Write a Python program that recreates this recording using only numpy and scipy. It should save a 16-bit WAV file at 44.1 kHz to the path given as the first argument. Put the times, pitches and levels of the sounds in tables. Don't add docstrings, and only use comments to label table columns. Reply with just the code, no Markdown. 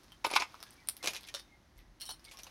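import sys
import numpy as np
from scipy import signal
from scipy.fft import rfft, irfft
from scipy.io import wavfile
from scipy.ndimage import uniform_filter1d

SR = 44100
rng = np.random.default_rng(int(sys.argv[2]) if len(sys.argv) > 2 else 0)


def waveform_to_disk(signal):
    frames = np.transpose(np.atleast_2d(signal))
    scaled = np.clip(frames, -1, 1) * 32767
    samples = np.round(scaled).astype(np.int16)
    wavfile.write(sys.argv[1], SR, samples)


N = 110250
SIZE = 16384
HZ, T = np.fft.rfftfreq(SIZE, 1 / SR), np.arange(SIZE) / SR
THUD_HZ, CLACK_HZ, MIDDLE_HZ, TREBLE_HZ = 363, 1080, 2450, 9500


def amp(db):
    return 10 ** (np.asarray(db) / 20)


def unit(x):
    return x / np.sqrt(np.sum(x ** 2) + 1e-20)


def fall(t_s, t60_s):
    return np.exp(-np.log(1000) * t_s / t60_s)


def read(points, hz):
    f, value = np.transpose(points)
    return np.interp(np.log(hz + 1), np.log(f), value)


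def add(mix, s, sound):
    part = mix[max(round(s * SR), 0):][:len(sound)]
    part += sound[:len(part)]


def causal(db):
    log_gain = irfft(db * np.log(10) / 20)
    log_gain[1:SIZE // 2] *= 2
    log_gain[SIZE // 2 + 1:] = 0
    return irfft(np.exp(rfft(log_gain)))


def through(x, response):
    return signal.fftconvolve(x, response)[:len(x)]


def noise(colour):
    spectrum = rfft(rng.standard_normal(N))
    gain = amp(read(colour, np.fft.rfftfreq(N, 1 / SR)))
    return unit(irfft(spectrum * gain, N)) * np.sqrt(N)


def room(x, room_db):
    # (delay [s], gain)
    echoes = [(.0055, 0.21), (.0092, 0.66)]
    # (frequency [Hz], level [dB])
    room_colour = [(100, 0), (1000, -2.5), (5000, -0.5), (9500, -3), (16000, -2)]
    early_t60_s, late_t60_s, late_db, rise_s = 0.034, 0.14, -3.5, 0.0061
    decay = fall(T, early_t60_s) + amp(late_db) * fall(T, late_t60_s)
    scatter = unit(rng.standard_normal(SIZE) * decay * np.minimum(T / rise_s, 1))
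    for delay_s, gain in echoes:
        add(scatter, delay_s * rng.uniform(.92, 1.08), np.array([gain]))
    reflected = through(x, unit(scatter))
    return x + amp(room_db) * through(reflected, causal(read(room_colour, HZ)))


def ringing(modes):
    out = 0
    for hz, db, t60_s in modes:
        onset = 1 - np.exp(-T * hz * 2)
        out = out + amp(db) * unit(np.cos(2 * np.pi * hz * T) * fall(T, t60_s) * onset)
    return unit(out)


def body(colour, modes, ring_db):
    return unit(unit(causal(read(colour, HZ))) + amp(ring_db) * ringing(modes))


def tone(thud_db, clack_db, treble_db):
    points = [(THUD_HZ, thud_db), (CLACK_HZ, clack_db), (MIDDLE_HZ, 0), (TREBLE_HZ, treble_db)]
    return read(points, HZ)


def contact(decay_s, *tone_db):
    rise_s, spread_db, floor_power = .0005, 3.5, 0.044
    fractures = rng.standard_normal(SIZE) * amp(spread_db * rng.standard_normal(SIZE))
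    force = unit(fractures * np.exp(-T / decay_s) * (1 - np.exp(-T / rise_s)))
    power = uniform_filter1d(abs(rfft(force)) ** 2, size=90)
    own_db = 10 * np.log10(power + floor_power)
    return through(force, causal(tone(*tone_db) - own_db))


def chips(count, cycles, spread_s):
    low_hz, high_hz = 1506, 13000
    out, t = np.zeros(SIZE), T[:1024]
    for pitch, delay, size in rng.random((count, 3)):
        hz = low_hz * (high_hz / low_hz) ** pitch
        ring = unit(np.sin(2 * np.pi * hz * t) * np.exp(-t * hz / cycles))
        add(out, -np.log(1 - delay) * spread_s, (0.067 + size) * np.sqrt(hz) * ring)
    return unit(out)


def crumble(decay_s, *tone_db):
    chip_db = -2
    crack = contact(decay_s, *tone_db)
    crack_gain = np.sqrt(np.sum(crack ** 2) / 2)
    return crack + amp(chip_db) * crack_gain * chips(count=9, cycles=6, spread_s=.004)


def struck(hits, colour, modes, ring_db, room_db):
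    out = np.zeros(N)
    crack = unit(causal(read(colour, HZ)))
    ring = amp(ring_db) * ringing(modes)
    for s, db, decay_s, *tone_db in hits:
        blow = causal(tone(*tone_db))
        sound = through(crumble(decay_s, *tone_db), crack) + through(blow, ring)
        add(out, s, amp(db) / np.hypot(1, amp(ring_db)) * room(sound, room_db))
    return out


def air():
    # (frequency [Hz], level [dB])
    air_colour = [(15, -32.5), (28, -18.5), (46, -4), (87, -11), (200, -15), (350, -14), (440, -26.5),
                  (700, -23), (1370, -30.5), (2000, -26), (2700, -40), (4030, -35.5), (16000, -65.5)]
    hiss_colour = [(100, -11), (400, 0.5), (1200, 2.5), (2500, -3.5), (6200, -4.5), (7500, -15),
                   (10000, -11.5), (16000, -20.5)]
    rumble_colour = [(20, -24.5), (36, -6.5), (46, 0.5), (65, -8.5), (130, -20.5), (400, -50.5),
                     (2000, -79)]
    # (time [s], level [dB])
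    hiss_level = [(0, -66), (.22, -68.5), (.55, -63), (.85, -67), (1.3, -63.5), (1.55, -72.5),
                  (1.95, -73.5), (2.2, -68.5), (2.5, -61)]
    rumble_level = [(0, -78), (1.74, -73), (1.78, -51), (1.83, -62), (1.93, -65), (2.02, -68), (2.5, -69)]
    air_db = -65.5
    t = np.arange(N) / SR
    hiss = noise(hiss_colour) * amp(np.interp(t, *np.transpose(hiss_level)))
    rumble = noise(rumble_colour) * amp(np.interp(t, *np.transpose(rumble_level)))
    return amp(air_db) * noise(air_colour) + hiss + rumble


def birds():
    # (start [s], length [s], first pitch [Hz], last pitch [Hz], level [dB])
    calls = [(0.627, 0.076, 1685, 1620, -67.5), (.775, 0.031, 2330, 2200, -64.5),
             (0.804, .035, 2090, 1780, -65), (1.0, 0.026, 2150, 1800, -61.5),
             (1.238, 0.029, 2190, 1960, -65.5), (1.481, 0.088, 2123, 2086, -68),
             (1.775, 0.0382, 2125, 1830, -68), (2.01, 0.029, 2200, 1750, -64),
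             (2.26, 0.037, 2300, 2120, -62)]
    waver_depth, room_db = 0.0286, 3
    out = np.zeros(N)
    for start_s, length_s, first_hz, last_hz, db in calls:
        u = np.arange(0, length_s, 1 / SR) / length_s
        waver = np.interp(u, np.linspace(0, 1, 12), rng.standard_normal(12))
        hz = (first_hz + (last_hz - first_hz) * u ** 2) * (1 + waver_depth * waver)
        whistle = np.sqrt(2) * np.sin(2 * np.pi * np.cumsum(hz) / SR)
        add(out, start_s, amp(db) * np.sin(np.pi * u) * whistle)
    return room(out, room_db)


def grit():
    # (start [s], length [s], level [dB])
    spells = [(0, 0.18, -72), (0.247, 0.21, -48.5), (.45, .4, -68.5), (1.031, 0.17, -53),
              (1.179, 0.1, -61.5), (1.345, 0.063, -52), (1.757, 0.072, -69), (2.22, 0.17, -66)]
    # (frequency [Hz], level [dB])
    colour = [(100, -18), (700, -2.5), (2000, -3.5), (4500, 1), (6200, -1), (7500, -12.5), (9500, -3),
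              (16000, -22.5)]
    grains_per_s, spread_db, room_db = 870, 6.5, -2
    clicks, t = np.zeros(N), np.arange(N) / SR
    for start_s, length_s, db in spells:
        chance, size = rng.random(N), rng.standard_normal(N)
        size_gain = amp(spread_db * np.minimum(size ** 2, 4))
        grains = (chance < grains_per_s / SR) * np.sign(size) * size_gain
        swell = np.sqrt(np.maximum(np.sin(np.pi * t / length_s), 0)) * (t < length_s)
        add(clicks, start_s, amp(db) * unit(grains * swell) * np.sqrt(length_s * SR))
    kind = rng.integers(0, 32, N)
    out = np.zeros(N)
    for k in np.unique(kind):
        out += through(clicks * (kind == k), chips(count=1, cycles=1.2, spread_s=0))
    return room(through(out, causal(read(colour, HZ))), room_db)


def splinters():
    # (time [s], level [dB], clack [dB], treble [dB], ring pitch [Hz], ring t60 [s],
    # ring level [dB], room level [dB])
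    snaps = [(.034, -42, -3, 2.5, 5250, .01, -24, 3), (0.1201, -35.5, 17.5, 0, 3135, 0.043, 8.5, 0),
             (0.258, -26.5, 18, -0.5, 10750, .015, -7, 12.5), (0.3118, -26, 7, 0, 9730, 0.041, 6.5, -6),
             (0.543, -27, 6, -12, 1230, 0.0048, -2, -3), (.604, -32.5, 17, -4, 5250, .01, 0, 1),
             (0.6279, -21, 12.5, 0, 4870, 0.0044, -11.5, -1),
             (0.7071, -44.5, -15, 13, 8670, 0.0037, -2, -6), (.7315, -52.5, 0, 16, 8800, .01, -20, 4),
             (0.8735, -28, 0, -5, 9500, 0.0055, 6.5, -4), (.8869, -10, 2.5, 3, 9100, 0.0041, 2, -2),
             (0.9673, -28, -8, 3, 11000, .003, -3, -1.5), (1.2095, -33.5, -5, 2.5, 3980, .01, -12, -0.5),
             (1.233, -31, -6, 0.5, 3340, 0.0088, -6, -3), (1.391, -38, -2.5, 2, 9460, 0.012, -6, 8),
             (1.781, -48, -3, 6, 11500, .004, -2.5, 3), (1.803, -51.5, -6, -4, 12500, .004, -6, 5),
             (2.195, -42.5, -3, -1, 5140, .01, 2, 2), (2.08, -38, 7, -8, 3815, .05, 17.5, -3),
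             (2.105, -30, 0, 1, 4270, 0.034, 9.5, 3), (2.2432, -35, -19, -2, 9000, 0.0062, 0, 7),
             (2.2505, -36.5, -6, -2, 4840, 0.0048, 10, -3), (2.2565, -34, -10, -7, 8850, 0.0089, -1, -9),
             (2.290, -36.5, -8, -12, 3620, .01, 5, -12), (2.3716, -27, -16, -6.5, 5470, 0.0072, 0, 1),
             (2.434, -28, -20, 3.5, 5870, 0.0095, 1, 0.5)]
    # (frequency [Hz], level [dB])
    colour = [(100, -25.5), (600, -11), (2000, -6.5), (3800, 1), (5700, -2), (7000, -14.5), (9500, -3.5),
              (13000, -5.5), (16000, -19)]
    out = np.zeros(N)
    for s, db, clack_db, treble_db, hz, t60_s, ring_db, room_db in snaps:
        splinter = body(colour, [(hz, 0, t60_s)], ring_db)
        crack = through(contact(0.00055, 0, clack_db, treble_db), splinter)
        add(out, s, amp(db) * np.hypot(1, amp(ring_db)) * room(crack, room_db))
    return out


def shard():
    # (time [s], level [dB], decay time [s], thud [dB], clack [dB], treble [dB])
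    hits = [(2.000, -27.5, 0.012, -5, -18, -1), (2.0095, -18.5, .0015, -6, -8, -1.5),
            (2.016, -21.5, 0.00082, -16, -23, 6.5), (2.029, -22, 0.02, -4, 8, -2.5),
            (2.054, -29.5, 0.0058, -17, 8, 8), (2.061, -23.5, 0.01, -11, -3, 2),
            (2.074, -29, .01, -8, -22, -1), (2.0905, -15.5, 0.008, 14.5, 13, -2.5),
            (2.1055, -24.5, .002, -11, 9, 2), (2.111, -24, 0.0036, 6, 16.5, 2.5),
            (2.137, -31, 0.0039, 0, 14, -4)]
    # (frequency [Hz], level [dB])
    colour = [(100, -50), (600, -9), (1100, -9), (2200, -16), (3100, -1), (3600, -7.5), (4200, 0.5),
              (4900, -7.5), (5600, 2), (6700, -18.5), (8000, -9.5), (9600, 2), (11500, -15), (12700, -14),
              (15500, -10.5)]
    # (frequency [Hz], level [dB], t60 [s])
    modes = [(620, -20, .08), (3025, -7, .08), (3160, -5, .08), (3815, -9, .06), (4190, -2, .08),
             (4330, -5, .15), (5305, -7, .07), (5525, -3, .07), (8800, -12, .05), (9720, -8, .04),
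             (11450, -12, .06)]
    return struck(hits, colour, modes, ring_db=-0.5, room_db=-2)


def pane():
    # (frequency [Hz], level [dB])
    colour = [(100, -22), (350, -11), (560, 1.5), (850, -7), (1400, 1), (2000, -9.5), (2600, -4),
              (4200, 3.5), (6000, -4.5), (7800, -9), (9700, -6), (16000, -24)]
    # (frequency [Hz], level [dB], t60 [s])
    modes = [(570, -14, .1), (3031, -10, .21), (3600, -3, .22), (3690, -4, .22), (3898, -8, .13),
             (4425, -11, .12), (5313, -9, .15), (5518, -7, .16), (7300, -19, .12), (9690, -18, .06)]
    click_s, click_db, sustain_db = 1.3413, -17, -19
    out = np.zeros(N)
    click = room(body(colour, modes, ring_db=-8), room_db=8)
    add(out, click_s, amp(click_db) * click + amp(sustain_db) * ringing(modes))
    return out


def crunch():
    # (time [s], level [dB], decay time [s], thud [dB], clack [dB], treble [dB])
    hits = [(1.0275, -21.5, 0.0043, -6, 6.5, 2), (1.036, -18.5, 0.0056, 9, -3, -12),
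            (1.042, -16, 0.0055, 12, 8, 2), (1.051, -37, 0.0029, 4, 6, -2), (1.059, -13, 0.0015, -2, 7, 1),
            (1.069, -30, .003, 5, 6, 0), (1.0728, -0.5, 0.0023, -2, -9.5, -6.5),
            (1.080, -16, 0.0014, -3, 3, 2), (1.084, -16, 0.0027, 4.5, 9.5, -13),
            (1.104, -25.5, 0.0086, 10, 6, 6), (1.1335, -21, 0.004, -5, 5, 2),
            (1.146, -24.5, 0.0065, -6, 10.5, 1.5), (1.157, -19, 0.0029, -4, -4, -5),
            (1.164, -13, 0.003, -12, -15, -9), (1.171, -23, 0.0011, -5, -2, -12),
            (1.2725, -30.5, 0.0043, 1, -21, 3), (1.286, -18, 0.0044, -21, -14, -5.5),
            (2.312, -26.5, 0.0057, -16, -21, -2.5), (2.318, -29, 0.0022, -3, 3, 2.5),
            (2.336, -38.5, 0.013, 2, 20.5, 2), (2.388, -28, 0.0029, -9, 5, 2),
            (2.3935, -25.5, 0.0059, 5, -3, -6), (2.467, -32.5, 0.0035, 0, 17.5, 2)]
    # (frequency [Hz], level [dB])
    colour = [(60, -26.5), (200, -8.5), (600, -2), (1700, -7.5), (2500, 1), (3600, -3), (6000, -1.5),
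              (8000, -11.5), (11000, -7.5), (16000, -24)]
    # (frequency [Hz], level [dB], t60 [s])
    modes = [(391, -1, 0.046), (2410, 16, 0.097), (2504, -6, .06), (2593, -5, 0.045), (3030, -17.5, 0.13),
             (4185, 2.5, 0.2), (5470, 8.5, 0.1)]
    return struck(hits, colour, modes, ring_db=-12.5, room_db=-2.5)


def slab():
    # (time [s], level [dB], decay time [s], thud [dB], clack [dB], treble [dB])
    hits = [(.2425, -19.5, .002, -6, -2, 2), (.2452, -9, 0.0013, -8.5, 8, 0.5),
            (.2485, -6, 0.0015, 9, 4, -1), (.2665, -22.5, 0.0015, 26, 7.5, -5.5),
            (.303, -19.5, .004, 3, 2.5, 5.5), (.313, -24, 0.0035, 22, 14.5, 8),
            (.331, -16.5, .004, 15.5, -3.5, 3.5), (.336, -10, 0.0035, 14.5, -4.5, 3.5),
            (.3535, -10, 0.0024, -6, -13.5, 6.5), (.3595, -1, 0.0063, -9.5, 1, -8),
            (.3622, 5, 0.0034, -17, 2.5, -3.5), (.3665, -10.5, 0.0036, -5, 2.5, -5),
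            (.3995, -6, 0.014, 6, -9, -1.5), (.409, -14, 0.0072, -8, 7.5, -15.5),
            (.421, -2.5, 0.0026, -14, -1, -10.5)]
    # (frequency [Hz], level [dB])
    colour = [(50, -53), (110, -31), (200, -19), (600, -6.5), (950, 4), (1750, -13), (2450, 0),
              (3000, -8.5), (5300, -8.5), (7800, -23), (10000, -20.5), (12500, -26.5), (16000, -38)]
    # (frequency [Hz], level [dB], t60 [s])
    modes = [(355, -17, .13), (691, -14, .14), (890, 0, .13), (945, -7, .06), (1226, -3, .13),
             (1482, -8, .15), (2044, -10, .11), (2180, -5, .13), (2269, -5, .13), (2490, -5, .06),
             (2638, -2, .1), (5294, -11, .1), (5412, -13, .1), (6750, -18, .09)]
    return struck(hits, colour, modes, ring_db=-7, room_db=-5)


def inner_rooms(debris):
    t60_s, echo_db = 1.2, -31
    tail = unit(rng.standard_normal(N) * fall(np.arange(N) / SR, t60_s))
    return amp(echo_db) * through(debris, tail)


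def scene():
    debris = slab() + crunch() + shard() + pane() + splinters() + grit()
    return (debris + inner_rooms(debris) + birds() + air())[None]


def record(dry):
    cutoff_hz = 16000
    lowpass = signal.firwin(301, cutoff_hz, window=("kaiser", 8), fs=SR)
    return signal.oaconvolve(dry, lowpass[None], "same")


dry = scene()
out = record(dry)
waveform_to_disk(out)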